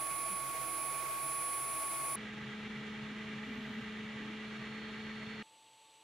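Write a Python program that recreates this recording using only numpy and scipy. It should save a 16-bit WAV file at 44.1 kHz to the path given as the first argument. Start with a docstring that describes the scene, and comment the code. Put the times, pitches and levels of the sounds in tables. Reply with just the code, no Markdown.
"""A drying fan's tone, thin whine and rushing air open by the handle of a floor washer on its base station.
By the floor head, the geared motor hums and the brush swishes once and twice a turn; from the front
only a faint, slower fan remains. Rotating parts are sines locked to a turning angle, air and brush are
noise coloured by resonances, and a few soft bumps are short tones that sag in pitch."""
import sys
import numpy as np
from scipy import signal
from scipy.fft import rfft, irfft
from scipy.io import wavfile
from scipy.ndimage import uniform_filter1d

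SR = 44100
rng = np.random.default_rng(int(sys.argv[2]) if len(sys.argv) > 2 else 0)


def int16_out(signal):
    """Quantize to a 16-bit WAV file."""
    q = np.round(np.clip(np.atleast_2d(signal).T, -1, 1) * 32767)
    wavfile.write(sys.argv[1], SR, q.astype(np.int16))


N = 265919
TIME = np.arange(N) / SR
BINS = np.fft.rfftfreq(N, 1 / SR)


def amp(db):
    """Decibels to gain."""
    return 10 ** (np.asarray(db) / 20)


def evened(x):
    """Scaled to rms 1 over all channels."""
    return x / np.sqrt(np.mean(x ** 2) + 1e-20)


def curves(rows):
    """Each column of a timed table, at every sample."""
    times, *columns = np.transpose(rows)
    return [np.interp(TIME, times, column) for column in columns]


def spectrum(points):
    """A table over frequency, at every bin, joined along a logarithmic pitch scale."""
    hz, value = np.transpose(points)
    return np.interp(np.log(BINS + 1), np.log(hz + 1), value)


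def drift(rate_hz):
    """Slow random wander of rms 1, up to about this rate."""
    slow = np.exp(-(BINS / rate_hz) ** 2)
    return evened(irfft(rfft(rng.standard_normal(N)) * slow, N))


def panned(x, balance_db):
    """Two channels with this left-right difference and the same middle level."""
    left = amp(balance_db)
    return np.array([x * left, x]) * 2 / (1 + left)


def sine(angle):
    """A sine of rms 1."""
    return np.sqrt(2) * np.sin(angle)


def turning(hz):
    """Angle of something that turns at this rate [radians]."""
    return 2 * np.pi * np.cumsum(hz) / SR


def harmonics(angle, orders, flutter):
    """Lines locked to one rotation, each shaken a little in level by the air."""
    lines = 0
    for multiple, db, balance_db in orders:
        shaken = sine(multiple * angle) * (1 + flutter * drift(36))
        lines = lines + panned(amp(db) * shaken, balance_db)
    return lines


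def band(x, hz, width):
    """The part of a sound around one frequency."""
    return irfft(rfft(x) * np.exp(-((BINS - hz) / width) ** 2), N)


def rush(shape, resonances, same, balance):
    """Turbulent noise of rms 1, coloured by cavities, at two microphones."""
    shared, separate = rfft(rng.standard_normal((2, N)))
    likeness = np.clip(spectrum(same), 0, 1)
    power = 1
    for hz, width, db in resonances:
        power = power + (amp(db) ** 2 - 1) / (1 + (2 * (BINS - hz) / width) ** 2) ** 2
    colour = amp(spectrum(shape)) * np.sqrt(np.maximum(power, .1))
    right = likeness * shared + np.sqrt(1 - likeness ** 2) * separate
    return evened(irfft(np.array([shared, right]) * panned(colour, spectrum(balance)), N))


def with_echo(angle, hz, null_hz, share):
    """A tone and its echo: weakest where the pitch meets the null, stronger as it moves away."""
    echo_delay_s = .0135
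    lag = 2 * np.pi * (hz - null_hz) * echo_delay_s
    return sine(angle) - share * sine(angle - lag)


# The left microphone drifts out of a quiet spot:
# (time [s], whine level [dB], echo share [0-1], lead over the right [radians])
LEFT_WHINE_PATH = [(.5, -45, 0.4, -0.65), (1.03, -49.5, 0.8, -0.69), (1.13, -42, 0.6, -2.5),
                   (1.27, -42.5, 0.07, -0.46), (2.0, -41.5, 0, 1.4), (2.13, -40, 0, 0)]
WHINE_ORDER = 9  # multiple of the blade tone


def fan_whine(angle, blade_hz):
    """The thin whine meets its own echo, which cancels it most at one pitch for each microphone."""
    whine_angle, whine_hz = WHINE_ORDER * angle, WHINE_ORDER * blade_hz
    left_db, left_echo, lead = curves(LEFT_WHINE_PATH)
    left = amp(left_db) * with_echo(whine_angle + lead, whine_hz, null_hz=10038, share=left_echo)
    right = amp(-41.8) * with_echo(whine_angle, whine_hz, null_hz=10022, share=.3)
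    return np.array([left, right]) * (1 + 0.031 * drift(60))


# Air through the ducts, relative: (frequency [Hz], level [dB per Hz])
AIR_SHAPE = [(20, -20), (45, -11), (95, -8.5), (170, -7), (260, -2.5), (800, -.5), (1400, 0.5), (1900, -3),
             (2800, -5), (4000, -7.5), (6500, -9), (8200, -7.5), (10000, 1.5), (15700, -10.5)]
# Duct resonances: (frequency [Hz], width [Hz], lift [dB])
DUCT_RESONANCES = [(138.5, 16.5, 17), (316, 21, 8.5), (355, 26, 8), (401.5, 17, 7.5), (510, 10, 9),
                   (650, 34, 13.5), (737, 35, 6), (868, 48, 6), (2170, 140, 9), (2410, 340, 8.5),
                   (7150, 330, 4.5), (8830, 1500, 3), (11000, 810, 2.5)]
# Likeness of the air at the two microphones: (frequency [Hz], likeness [0-1])
AIR_LIKENESS = [(130, 0.99), (640, 0.95), (1400, 0.74), (3100, 0.79), (6800, 0.2), (10000, 0.067),
                (15000, 0.34)]
# Left-right balance of the air: (frequency [Hz], left over right [dB])
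AIR_SIDES = [(500, 0), (1100, -1), (2400, -4), (4000, 0.5), (9000, -1), (15000, -0.5)]


def duct_air():
    """Turbulent air rings the duct's resonances and flutters at the outlet."""
    air = rush(AIR_SHAPE, DUCT_RESONANCES, AIR_LIKENESS, AIR_SIDES) * amp(-43.5 + 0.52 * drift(44))
    outlet_flutter = amp(1.7 * drift(35)) - 1
    return air + band(air, hz=2430, width=260) * outlet_flutter


# The fan hunts around its set speed: (time [s], blade tone [Hz])
FAN_HUNTING = [(0.0, 1117.6), (0.13, 1116.2), (0.33, 1118.2), (0.49, 1113.6), (0.8, 1117.9), (1.0, 1115.9),
               (1.12, 1112.6), (1.3, 1118.2), (1.44, 1118.7), (1.65, 1115.2), (1.88, 1115.4),
               (2.03, 1113.6), (2.14, 1116.5)]
# Fan harmonics beside the whine: (multiple of the blade tone, level [dB], left over right [dB])
FAN_HARMONICS = [(1, -43, -7.5), (2, -66, 5), (3, -71.5, -9), (4, -70.5, -5), (10, -63.5, -5)]


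def drying_fan():
    """A blade tone whose speed hunts slightly, moving its whine into and out of the echo's null."""
    rounded_by_inertia = uniform_filter1d(curves(FAN_HUNTING)[0], size=2600)
    angle = turning(rounded_by_inertia * (1 + 0.00011 * drift(50)))
    tone = harmonics(angle, FAN_HARMONICS, flutter=0.073)
    return tone + fan_whine(angle, rounded_by_inertia) + duct_air()


def low_hum(hz, db):
    """A faint drone in the room, a sine that wavers slightly in pitch."""
    return amp(db) * sine(turning(hz * (1 + 0.0036 * drift(3))))


# Soft, dull bumps: (time [s], pitch before wander, at mid-bump [Hz], peak level [dB])
BUMP_HITS = [(0.327, 200, -54), (2.685, 241, -53), (3.113, 260, -51.5), (3.32, 280, -55),
             (3.503, 243.7, -45.5), (3.594, 252.4, -46), (3.698, 244.7, -49), (3.795, 228.5, -45.5)]
BUMP_S, BUMP_SAG_HZ_PER_S = 0.058, 500


def bumps():
    """Short, dull tones that sag in pitch, several close enough to the gear hum to beat with it."""
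    out = np.zeros(N)
    for at, hz, db in BUMP_HITS:
        swell = np.exp(-(2 * (TIME - at) / BUMP_S) ** 2)
        pitch = hz * (1 + 0.0247 * drift(28.7)) - BUMP_SAG_HZ_PER_S * (TIME - at)
        out += amp(db) * swell * sine(turning(pitch))
    return out


# Loudness of the gear tone: (time [s], level [dB])
GEAR_LOUDNESS = [(2.16, -49.5), (2.7, -47), (4.2, -47), (5.42, -48)]
# Gear harmonics: (multiple of the gear tone, level re GEAR_LOUDNESS [dB], left over right [dB])
GEAR_HARMONICS = [(1, 0.5, 1), (2, -10.5, 1.5), (4, -23.5, 1)]


def gear_hum(angle):
    """Meshing gear teeth hum at the tooth rate and its multiples."""
    return amp(curves(GEAR_LOUDNESS)[0]) * harmonics(angle, GEAR_HARMONICS, flutter=0.052)


# Brush rubbing, relative: (frequency [Hz], level [dB per Hz])
BRUSH_SHAPE = [(20, -28), (45, -6), (95, -3.5), (165, -1.5), (235, 0), (420, -2), (600, -9.5), (1000, -7.5),
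               (2000, -4.5), (3600, -6), (4700, -19), (7000, -22.5), (9000, -36.5), (15700, -49)]
# Floor head resonances: (frequency [Hz], width [Hz], lift [dB])
HOUSING_RESONANCES = [(128.3, 18, 9.5), (136, 18.6, 12.5), (186.5, 14.4, 10), (463, 30, 4.5),
                      (640, 13, 10.5), (840, 93, 5), (1267, 280, 6), (1610, 110, 7.5), (1802, 87, 7.5),
                      (1968, 170, 9.5), (2286, 180, 7.5), (2802, 94, 6), (3223, 20, 9), (10130, 1600, 7)]
# Likeness of the brush at the two microphones: (frequency [Hz], likeness [0-1])
BRUSH_LIKENESS = [(130, 0.99), (640, 0.93), (1400, 0.83), (3100, 0.75), (6800, 0.4), (15000, 0.13)]
# Left-right balance of the brush: (frequency [Hz], left over right [dB])
BRUSH_SIDES = [(600, -0.5), (1100, -3.5), (2000, -1), (3500, -1.5), (5500, 1.5), (12000, -2.5)]
# Bands that swell with the roller: (frequency [Hz], width [Hz], swells a turn, depth [dB], phase [radians])
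BRUSH_SWELLS = [(130, 50, 1, 2.1, 1.7), (130, 50, 2, 2.6, 1.9), (1950, 450, 1, 2.1, -.7),
                (1950, 1600, 2, .9, .6)]


def brush_swish(turn):
    """The brush rubs unevenly, so bands of its noise swell in step with the roller's turn."""
    brush = rush(BRUSH_SHAPE, HOUSING_RESONANCES, BRUSH_LIKENESS, BRUSH_SIDES) * amp(-47.5 + .5 * drift(52))
    for hz, width, per_turn, depth_db, phase in BRUSH_SWELLS:
        swell = amp(depth_db * np.sin(per_turn * turn + phase))
        brush = brush + band(brush, hz, width) * (swell - 1)
    return brush


# Loudness of the motor whine: (time [s], level [dB])
MOTOR_WHINE_LOUDNESS = [(2.16, -76), (3.0, -71), (3.9, -75), (4.4, -71), (4.7, -65), (5.43, -64)]


def motor_whine(angle):
    """A thin motor tone at 20 times the gear tone, stronger on the right."""
    return panned(amp(curves(MOTOR_WHINE_LOUDNESS)[0]) * sine(20 * angle), balance_db=-7.0)


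# The roller drive speeds up slightly: (time [s], gear tone [Hz])
GEAR_SPEED = [(2.3, 213.0), (3.8, 214.9), (5.25, 216.0)]
TEETH = 24  # gear tone cycles per roller turn


def roller():
    """One turning drive sets the gear hum, the brush swish and the motor whine together."""
    angle = turning(curves(GEAR_SPEED)[0] * (1 + 0.00187 * drift(17.0)))
    return gear_hum(angle) + brush_swish(angle / TEETH) + motor_whine(angle)


def brief(at, length):
    """A smooth, flat-topped rise and fall around one moment."""
    return np.exp(-(2 * (TIME - at) / length) ** 4)


def faint_hiss(at, length, hz, width, db):
    """A thin, airy band of noise that comes and goes, independent in each ear."""
    pair = evened(band(rng.standard_normal((2, N)), hz, width))
    return amp(db) * brief(at, length) * pair


def low_rumble(at, length, hz, width, db):
    """A brief, dull band of noise, alike in both ears."""
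    noise = evened(band(rng.standard_normal(N), hz, width))
    return amp(db) * brief(at, length) * noise


IDLE_HZ = 883  # slow fan's blade tone
# Slow fan harmonics: (multiple of the blade tone, level [dB])
IDLE_HARMONICS = [(1, -67.5), (4, -86), (9, -71.5)]
# Slow fan's air, relative: (frequency [Hz], level [dB per Hz])
IDLE_AIR_SHAPE = [(30, -25), (70, -15.5), (130, -10.5), (950, -2.5), (1500, -11.5), (2750, -0.5),
                  (4300, -2.5), (5400, -15), (7200, -10.5), (9400, -12.5), (10600, -19), (11400, -13),
                  (12900, -34), (15700, -32)]
# Its duct resonances: (frequency [Hz], width [Hz], lift [dB])
IDLE_RESONANCES = [(120, 25, 10.5), (313, 23, 9), (443, 16, 9), (550, 30, 7), (1140, 22, 12.5),
                   (2900, 600, 2), (5990, 270, 11)]


def slow_fan():
    """The quiet fan from the front: faint blade harmonics and air, alike in both ears."""
    angle = turning(IDLE_HZ * (1 + 0.00023 * drift(9.5)))
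    centred = [(multiple, db, 0) for multiple, db in IDLE_HARMONICS]
    air = rush(IDLE_AIR_SHAPE, IDLE_RESONANCES, same=[(1, 1)], balance=[(1, 0)])
    return harmonics(angle, centred, flutter=0.049) + amp(-65.0) * air


def cut(at):
    """A quick 3 ms switch from 0 to 1."""
    return np.clip((TIME - at) / .003 + .5, 0, 1)


def scene():
    """Three listening places, joined by quick cuts."""
    handle = drying_fan() + low_hum(hz=56.2, db=-68)
    knocks = bumps()
    head = roller() + low_hum(hz=56.8, db=-71.0)
    head = head + faint_hiss(at=3.64, length=.45, hz=12400, width=900, db=-82)
    head = head + low_rumble(at=4.27, length=.22, hz=290, width=53, db=-52)
    front = slow_fan()
    to_head, to_front = cut(2.157), cut(5.427)
    return (1 - to_head) * handle + (to_head - to_front) * head + to_front * front + knocks


def record(dry):
    """A steep low-pass removes the treble above its edge."""
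    edge_hz = 15800
    lowpass = signal.firwin(511, edge_hz, window=("kaiser", 9), fs=SR)
    return signal.oaconvolve(dry, lowpass[None], "same")


dry = scene()
out = record(dry)
int16_out(out)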